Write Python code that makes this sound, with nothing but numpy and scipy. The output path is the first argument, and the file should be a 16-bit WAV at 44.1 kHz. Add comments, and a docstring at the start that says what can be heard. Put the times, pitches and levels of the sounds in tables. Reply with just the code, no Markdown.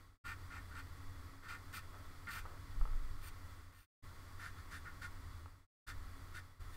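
"""An ink pen hatches short strokes on a sheet of paper lying on a drawing board.
The nib rasps over the fibres and rings board, barrel and nib; the faster the flick, the brighter it is.
The hand knocks and slides on the sheet, and the arm's weight shakes the desk with a deep rumble.
Behind it a computer hums and its fan hisses. In places the whole sound sinks and briefly drops out."""
import sys
import numpy as np
from scipy import signal
from scipy.fft import rfft, irfft, next_fast_len
from scipy.io import wavfile
from scipy.ndimage import uniform_filter1d

SR = 44100
rng = np.random.default_rng(int(sys.argv[2]) if len(sys.argv) > 2 else 0)


def to_wav(s):
    """Save 16-bit WAV."""
    ch = np.atleast_2d(s).T  # columns
    pcm = np.round(np.clip(ch, -1, 1) * 32767)  # PCM
    wavfile.write(sys.argv[1], SR, pcm.astype(np.int16))


N = 298116
TIME = np.arange(N) / SR


# the pen tips over as the hatching moves down the sheet: t/s, lean/0-1
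PEN_LEAN = [(1.3, 0.03), (1.8, 0.38), (3.7, 0.4), (4.7, 1)]
# resonances of board, barrel, nib and tines: f/Hz, width/Hz, upright level/dB, leaning level/dB
BOARD_BODY = [(815, 53, -11, -24), (1154, 55, -2, -15), (1302, 23, 0.5, -9), (1405, 31, 4, -2.5),
              (1545, 33, -1, -2.5), (1630, 21, -24, -5.5), (1702, 34, -13, 0), (1817, 33, 2, 2.5),
              (2094, 59, -2.5, -5)]
BARREL_RASP = [(2308, 44, 3.5, -2.5), (2420, 78, 3.5, -3.5), (2470, 33, 7.5, -17.5), (2663, 120, 1.5, -0.5),
               (3230, 270, -7, -9), (3470, 37, -9.5, 1), (3586, 230, -7.5, 0), (4490, 230, -4, -1.5),
               (5040, 220, -8.5, -3), (5960, 630, -15.5, -10)]
NIB_SIZZLE = [(7470, 1400, 9.5, 8), (8030, 450, 18.5, -6.5), (9440, 250, -11.5, -13.5), (9840, 280, 0, 12),
              (10500, 2600, -10, -19), (12320, 810, -7, 0), (14300, 350, -7.5, 3),
              (15000, 1500, -5.5, -11.5)]
TINE_SHIMMER = [(8710, 800, -2, -1.5), (12940, 800, -3, -6), (15300, 910, -6.5, -7.5)]
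def pen(lean_rasp_db=-1, lean_sizzle_db=1.7, flex_db=-17, flex_hz=140, flex_width_hz=100):
    """Friction rings board and pen; a leaning pen rasps less and sizzles more."""
    body, rasp, sizzle, shimmer, focus = stroke_envelopes()
    lean = np.interp(TIME, *np.transpose(PEN_LEAN))
    force = friction()
    flex = resonate(force, flex_hz, flex_width_hz)   # the whole board gives a little
    flex = rms_one(resonate(flex, flex_hz, flex_width_hz))
    main_ring = rms_one(resonate(rng.standard_normal(N), hz=1399, width_hz=65))
    return (rub(force * body * np.sqrt(1 - focus), BOARD_BODY, lean, low_cut_hz=290)
            + rub(force * rasp * from_db(lean_rasp_db * lean), BARREL_RASP, lean, low_cut_hz=850)
            + rub(force * sizzle * from_db(lean_sizzle_db * lean), NIB_SIZZLE, lean, low_cut_hz=6700)
            + rub(force * shimmer, TINE_SHIMMER, lean, low_cut_hz=8500)
            + body * (np.sqrt(focus) * main_ring + from_db(flex_db) * flex))


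# pen strokes: t/s, rise to top speed/s, length/s, pressure level/dB, top speed/dB re a sharp flick
HATCHING = [ (0.236, 0.038, 0.12, -48.5, -9.5), (0.502, 0.037, 0.11, -51, -13),
            (0.71, 0.03, 0.062, -57.5, -25), (0.75, 0.044, 0.074, -51.5, -8.5),
            (1.423, 0.008, 0.086, -55.5, -16), (1.482, 0.0046, 0.099, -49, -9.5),
            (1.726, 0.033, 0.083, -49, -3.5), (2.268, 0.0069, 0.058, -46, -29),
            (2.284, 0.057, 0.14, -50.5, -3.5), (2.346, 0.013, 0.062, -49, -18),
            (3.213, 0.052, 0.098, -59.5, 0), (3.722, 0.1, 0.31, -59, -0.5),
            (4.393, 0.04, 0.114, -50.5, -11), (4.568, 0.019, 0.063, -60.5, -12),
            (4.706, 0.023, 0.095, -50.5, -11), (4.85, 0.011, 0.067, -52, -37),
            (5.013, 0.01, 0.077, -50, -11.5), (5.589, 0.066, 0.059, -69, -8),
            (5.862, 0.014, 0.071, -50, -7.5), (6.338, 0.022, 0.08, -52, -10), (6.703, 0.065, 0.09, -67, -1)]
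def stroke_envelopes(attack_s=0.0025, lift_s=0.028, landing_speed=0.4, settle_s=0.033, slow_focus=0.56):
    """Board, rasp and sizzle all sound from first touch and swell with the stroke's speed."""
    body, rasp, sizzle, shimmer, focus = np.zeros((5, N))
    for touch, rise, length, press_db, speed_db in HATCHING:
        rasp_db = press_db + 0.6 + 0.84 * speed_db
        sizzle_db = press_db - 4 + 1.03 * speed_db
        shimmer_db = sizzle_db + 5 + speed_db   # only the fastest flicks set the tines singing
        speed = swing(touch, rise, length)
        on = speed > 0
        age = TIME[on] - touch
        contact = np.clip(age / attack_s, 0, 1) * np.clip((length - age) / lift_s, 0, 1)
        bite = landing_speed * np.exp(-age / settle_s)   # the nib lands already moving
        speed = np.maximum(speed[on], bite)
        body[on] = np.hypot(body[on], from_db(press_db) * contact * speed ** 0.46)
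        rasp[on] = np.hypot(rasp[on], from_db(rasp_db) * np.sqrt(contact) * speed ** 0.78)
        sizzle[on] = np.hypot(sizzle[on], from_db(sizzle_db) * np.sqrt(contact) * speed ** 0.51)
        shimmer[on] = np.hypot(shimmer[on], from_db(shimmer_db) * contact * speed ** 1.1)
        # a slow stroke puts this share of the board's power into its main ring
        focus[on] = slow_focus * (1 - from_db(speed_db))
    return body, rasp, sizzle, shimmer, focus


def friction(snags_per_s=4000, snag_spread_db=2.5, smooth_gain=0.73, tooth_db=1.06):
    """The nib snags on single fibres over a smooth rub; the paper's tooth makes the force uneven."""
    snags = (rng.random(N) < snags_per_s / SR) * rng.choice([-1, 1], N)
    snag_size = from_db(snag_spread_db * np.minimum(rng.exponential(1, N), 4))
    force = rms_one(snags * snag_size) + smooth_gain * rng.standard_normal(N)
    return rms_one(force * from_db(tooth_db * drift(rate_hz=47)))


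def rub(force, modes, lean, low_cut_hz):
    """Force rings a set of modes; the pen's lean crossfades between two equally strong voicings."""
    hz, width, upright_db, leaning_db = np.transpose(modes)
    voicings = from_db([upright_db, leaning_db])
    upright, leaning = (gains / np.sqrt(np.sum(gains ** 2 * width) * np.pi / SR) for gains in voicings)
    out = np.zeros(N)
    for k in range(len(hz)):
        gain = upright[k] + lean * (leaning[k] - upright[k])
        out += (-1) ** k * resonate(force * gain + 1e-18, hz[k], width[k])
    return signal.sosfilt(signal.butter(2, low_cut_hz, "high", fs=SR, output="sos"), out)


# light taps on the board: t/s, level/dB, contact cut-off f/Hz
TAPS = [(1.942, -49, 1500), (2.453, -41, 1500), (2.4583, -44, 2000), (2.8115, -42, 2800),
        (2.853, -37.5, 1200), (2.874, -47, 1200), (2.932, -51, 7000), (5.458, -42.5, 2610)]
# the board's short ring after a tap: f/Hz, level/dB, t60/s
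TAP_RING = [(494, -11.5, 0.023), (843, -8, .035), (1167, -1, 0.022), (1316, -2.5, 0.033),
            (1760, -7, 0.0067), (2800, -13, 0.0078)]
def knocks():
    """Pen and knuckles touch the board; a softer contact is a duller click."""
    clicks = np.zeros(N)
    for start, db, contact_hz in TAPS:
        at = round(start * SR)
        softness = np.exp(-2 * np.pi * contact_hz / SR)
        push = (1 - softness) * softness ** np.arange(128)
        clicks[at:at + len(push)] += from_db(db) * push
    return sum((-1) ** k * from_db(db) * ring(clicks, hz, t60)
               for k, (hz, db, t60) in enumerate(TAP_RING))


# the side of the hand slides: t/s, rise to top speed/s, length/s, level/dB
HAND_MOVES = [(1.904, 0.034, 0.18, -64), (2.443, 0.031, 0.087, -59), (2.497, 0.053, 0.11, -63),
              (2.792, 0.051, 0.29, -70)]
# tone of skin on paper: f/Hz, level/dB
SKIN_TONE = [(120, -17), (280, -5.5), (600, 4.5), (900, -5), (1300, 6.5), (2000, -12), (5000, -36.5)]
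def hand(flutter_db=0.83):
    """Skin brushes dully over the sheet, swelling with the hand's speed."""
    swell = sum(from_db(db) * swing(start, rise, length) for start, rise, length, db in HAND_MOVES)
    return swell * coloured_noise(SKIN_TONE) * from_db(flutter_db * drift(rate_hz=60))


# the arm shifts its weight: peak t/s, level/dB
ARM_JOLTS = [(1.05, -48), (1.88, -49.5), (2.4, -46.5), (2.79, -28.5), (2.96, -35), (5.1, -48), (5.95, -45),
             (6.63, -46.5)]
# sub-bass tone of the shaking desk: f/Hz, level/dB
DESK_TONE = [(3, -28.5), (12, 3), (24, -5), (34, -9), (46, -11), (60, -24), (100, -43), (200, -45.5),
             (500, -77.5)]
def desk(rise_db_per_s=329, decay_db_per_s=52.5, tremor_db=-54.5, even_s=0.17, trim_db=-1):
    """The arm rocks the desk: each jolt builds and dies away over the tremor of the resting arm."""
    rumble = coloured_noise(DESK_TONE)
    rumble /= np.sqrt(uniform_filter1d(rumble ** 2, int(even_s * SR)) + 1e-9)   # even out its own swells
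    power = from_db(tremor_db) ** 2
    for peak, db in ARM_JOLTS:
        below_peak_db = np.maximum(rise_db_per_s * (peak - TIME), decay_db_per_s * (TIME - peak))
        power = power + from_db(db - below_peak_db) ** 2
    return from_db(trim_db) * np.sqrt(power) * rumble


# tone of the fan's rush and hiss: f/Hz, level/dB
AIR_TONE = [(20, 17.5), (100, 7), (200, 2), (330, 3), (500, -2), (750, -3.5), (1000, 1), (1600, -3),
            (2100, -4), (2600, -14), (4700, -10), (6000, -14), (10000, -16), (15500, -17)]
# hollows of the fan housing: f/Hz, width/Hz, level/dB
HOUSING_MODES = [(1108, 40, 5.5), (1307, 150, 2), (1912, 130, -2.5), (2018, 60, -5.5), (3416, 73, -6.5),
                 (4170, 460, -16), (4694, 120, -10.5), (7670, 200, -16.5), (8640, 350, -20.5)]
def fan(air_db=-60, housing_db=-64.5):
    """Rushing air resounds in the computer's housing."""
    hollow = sum(from_db(db) * resonate(rng.standard_normal(N), hz, width)
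                 for hz, width, db in HOUSING_MODES)
    return from_db(air_db) * coloured_noise(AIR_TONE) + from_db(housing_db) * rms_one(hollow)


# the computer's drone: f/Hz, level/dB, unsteady share/0-1, waver rate/Hz
HUM_TONES = [(47.1, -68, 1, 6.7), (65.4, -68.5, 0.5, 7.4), (80.3, -61.5, 0.9, 6), (92.3, -59.5, .4, 8.6),
             (133.1, -74, 0.7, 3.6), (160.2, -80.5, 0.9, 12), (273.7, -72.5, 0.69, 7.4)]
def computer_hum(trim_db=0.9, waver_db=1.1):
    """Low tones, each part steady and part wavering, under one slowly drifting level."""
    level = from_db(trim_db + waver_db * drift(rate_hz=1))
    hum = np.zeros(N)
    for hz, db, unsteady, rate_hz in HUM_TONES:
        phase = 2 * np.pi * (hz * TIME + rng.random())
        steady = np.sqrt(2 * (1 - unsteady ** 2)) * np.cos(phase)
        wavering = drift(rate_hz) * np.cos(phase) + drift(rate_hz) * np.sin(phase)
        hum += from_db(db) * (steady + unsteady * wavering)
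    return level * hum


def room(send, t60=0.14, wall_cut_hz=4000, first_echo_s=0.0013):
    """The walls of a small study return dense, dull reflections."""
    t = TIME[:SR // 2]
    tail = rng.standard_normal(len(t)) * np.exp(-np.log(1000) * t / t60) * (t > first_echo_s)
    walls = signal.butter(1, wall_cut_hz, fs=SR, output="sos")
    tail = signal.sosfilt(walls, tail / np.linalg.norm(tail))
    return signal.fftconvolve(send, tail)[:N]


# dips in the whole mix: fade start t/s, return t/s
MIX_DIPS = [(-0.14, 0.239), (1.3, 1.42), (3.54, 4.023), (5.345, 5.865), (6.335, 6.588)]
def dropouts(fade_s=0.35, shut_gain=0.076, floor_db=-58, return_s=0.02):
    """The level slides down evenly, snaps shut if it gets low enough, and comes back quickly."""
    gain = np.ones(N)
    for start, back in MIX_DIPS:
        fade = np.clip(1 - (TIME - start) / fade_s, 0, 1)
        fade *= np.clip(fade / shut_gain - 1, 0, 1)
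        reopen = np.clip((TIME - back) / return_s, 0, 1)
        gain *= np.maximum(fade, reopen)
    return np.maximum(gain, from_db(floor_db))


def swing(start, rise, length):
    """Speed of one hand movement: up from rest to 1 and back."""
    ramp = np.interp(TIME - start, [0, min(rise, length - 1 / SR), length], [0, 1, 0])
    return np.sin(np.pi / 2 * ramp)


def resonate(x, hz, width_hz):
    """One resonance with gain 1 at its peak."""
    r, w = np.exp(-np.pi * width_hz / SR), 2 * np.pi * hz / SR
    return signal.lfilter(np.array([1, 0, -1]) * (1 - r * r) / 2, [1, -2 * r * np.cos(w), r * r], x)


def ring(clicks, hz, t60):
    """A unit click starts a dying sine of height 1."""
    r, w = np.exp(-np.log(1000) / (t60 * SR)), 2 * np.pi * hz / SR
    return signal.lfilter([0, np.sin(w)], [1, -2 * r * np.cos(w), r * r], clicks + 1e-18)


def coloured_noise(tone):
    """Noise of unit rms shaped by an EQ curve of f/Hz, level/dB."""
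    hz, db = np.transpose(tone)
    size = next_fast_len(N)
    bin_hz = np.maximum(np.fft.rfftfreq(size, 1 / SR), 1)
    curve = from_db(np.interp(np.log(bin_hz), np.log(hz), db))
    return rms_one(irfft(rfft(rng.standard_normal(size)) * curve, size)[:N])


def drift(rate_hz, hop=40, run_in=2000):
    """Smooth random modulation of unit rms, rolling off above rate_hz."""
    r = np.exp(-2 * np.pi * rate_hz * hop / SR)
    noise = rng.standard_normal(N // hop + run_in + 2)
    slow = signal.lfilter([1], [1, -2 * r, r * r], noise)[run_in:]
    return np.interp(np.arange(N) / hop, np.arange(len(slow)), rms_one(slow))


def from_db(db):
    """Decibels to gain."""
    return 10 ** (np.asarray(db) / 20)


def rms_one(x):
    """Scale to unit rms."""
    return x / np.sqrt(np.mean(x ** 2) + 1e-30)


def scene(pen_send_db=-10, handling_send_db=-8):
    """Pen and hand up close with a touch of room, over a bed of desk rumble and computer noise; mono."""
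    strokes = pen()
    handling = knocks() + hand()
    reverb = room(from_db(pen_send_db) * strokes + from_db(handling_send_db) * handling)
    return (strokes + handling + reverb + desk() + fan() + computer_hum())[None]


def record(dry, high_cut_hz=15700):
    """The mix sinks and drops out in places; a steep filter cuts the very top."""
    high_cut = signal.ellip(12, 0.1, 80, high_cut_hz, fs=SR, output="sos")
    return signal.sosfilt(high_cut, dry * dropouts())


dry = scene()
out = record(dry)
to_wav(out)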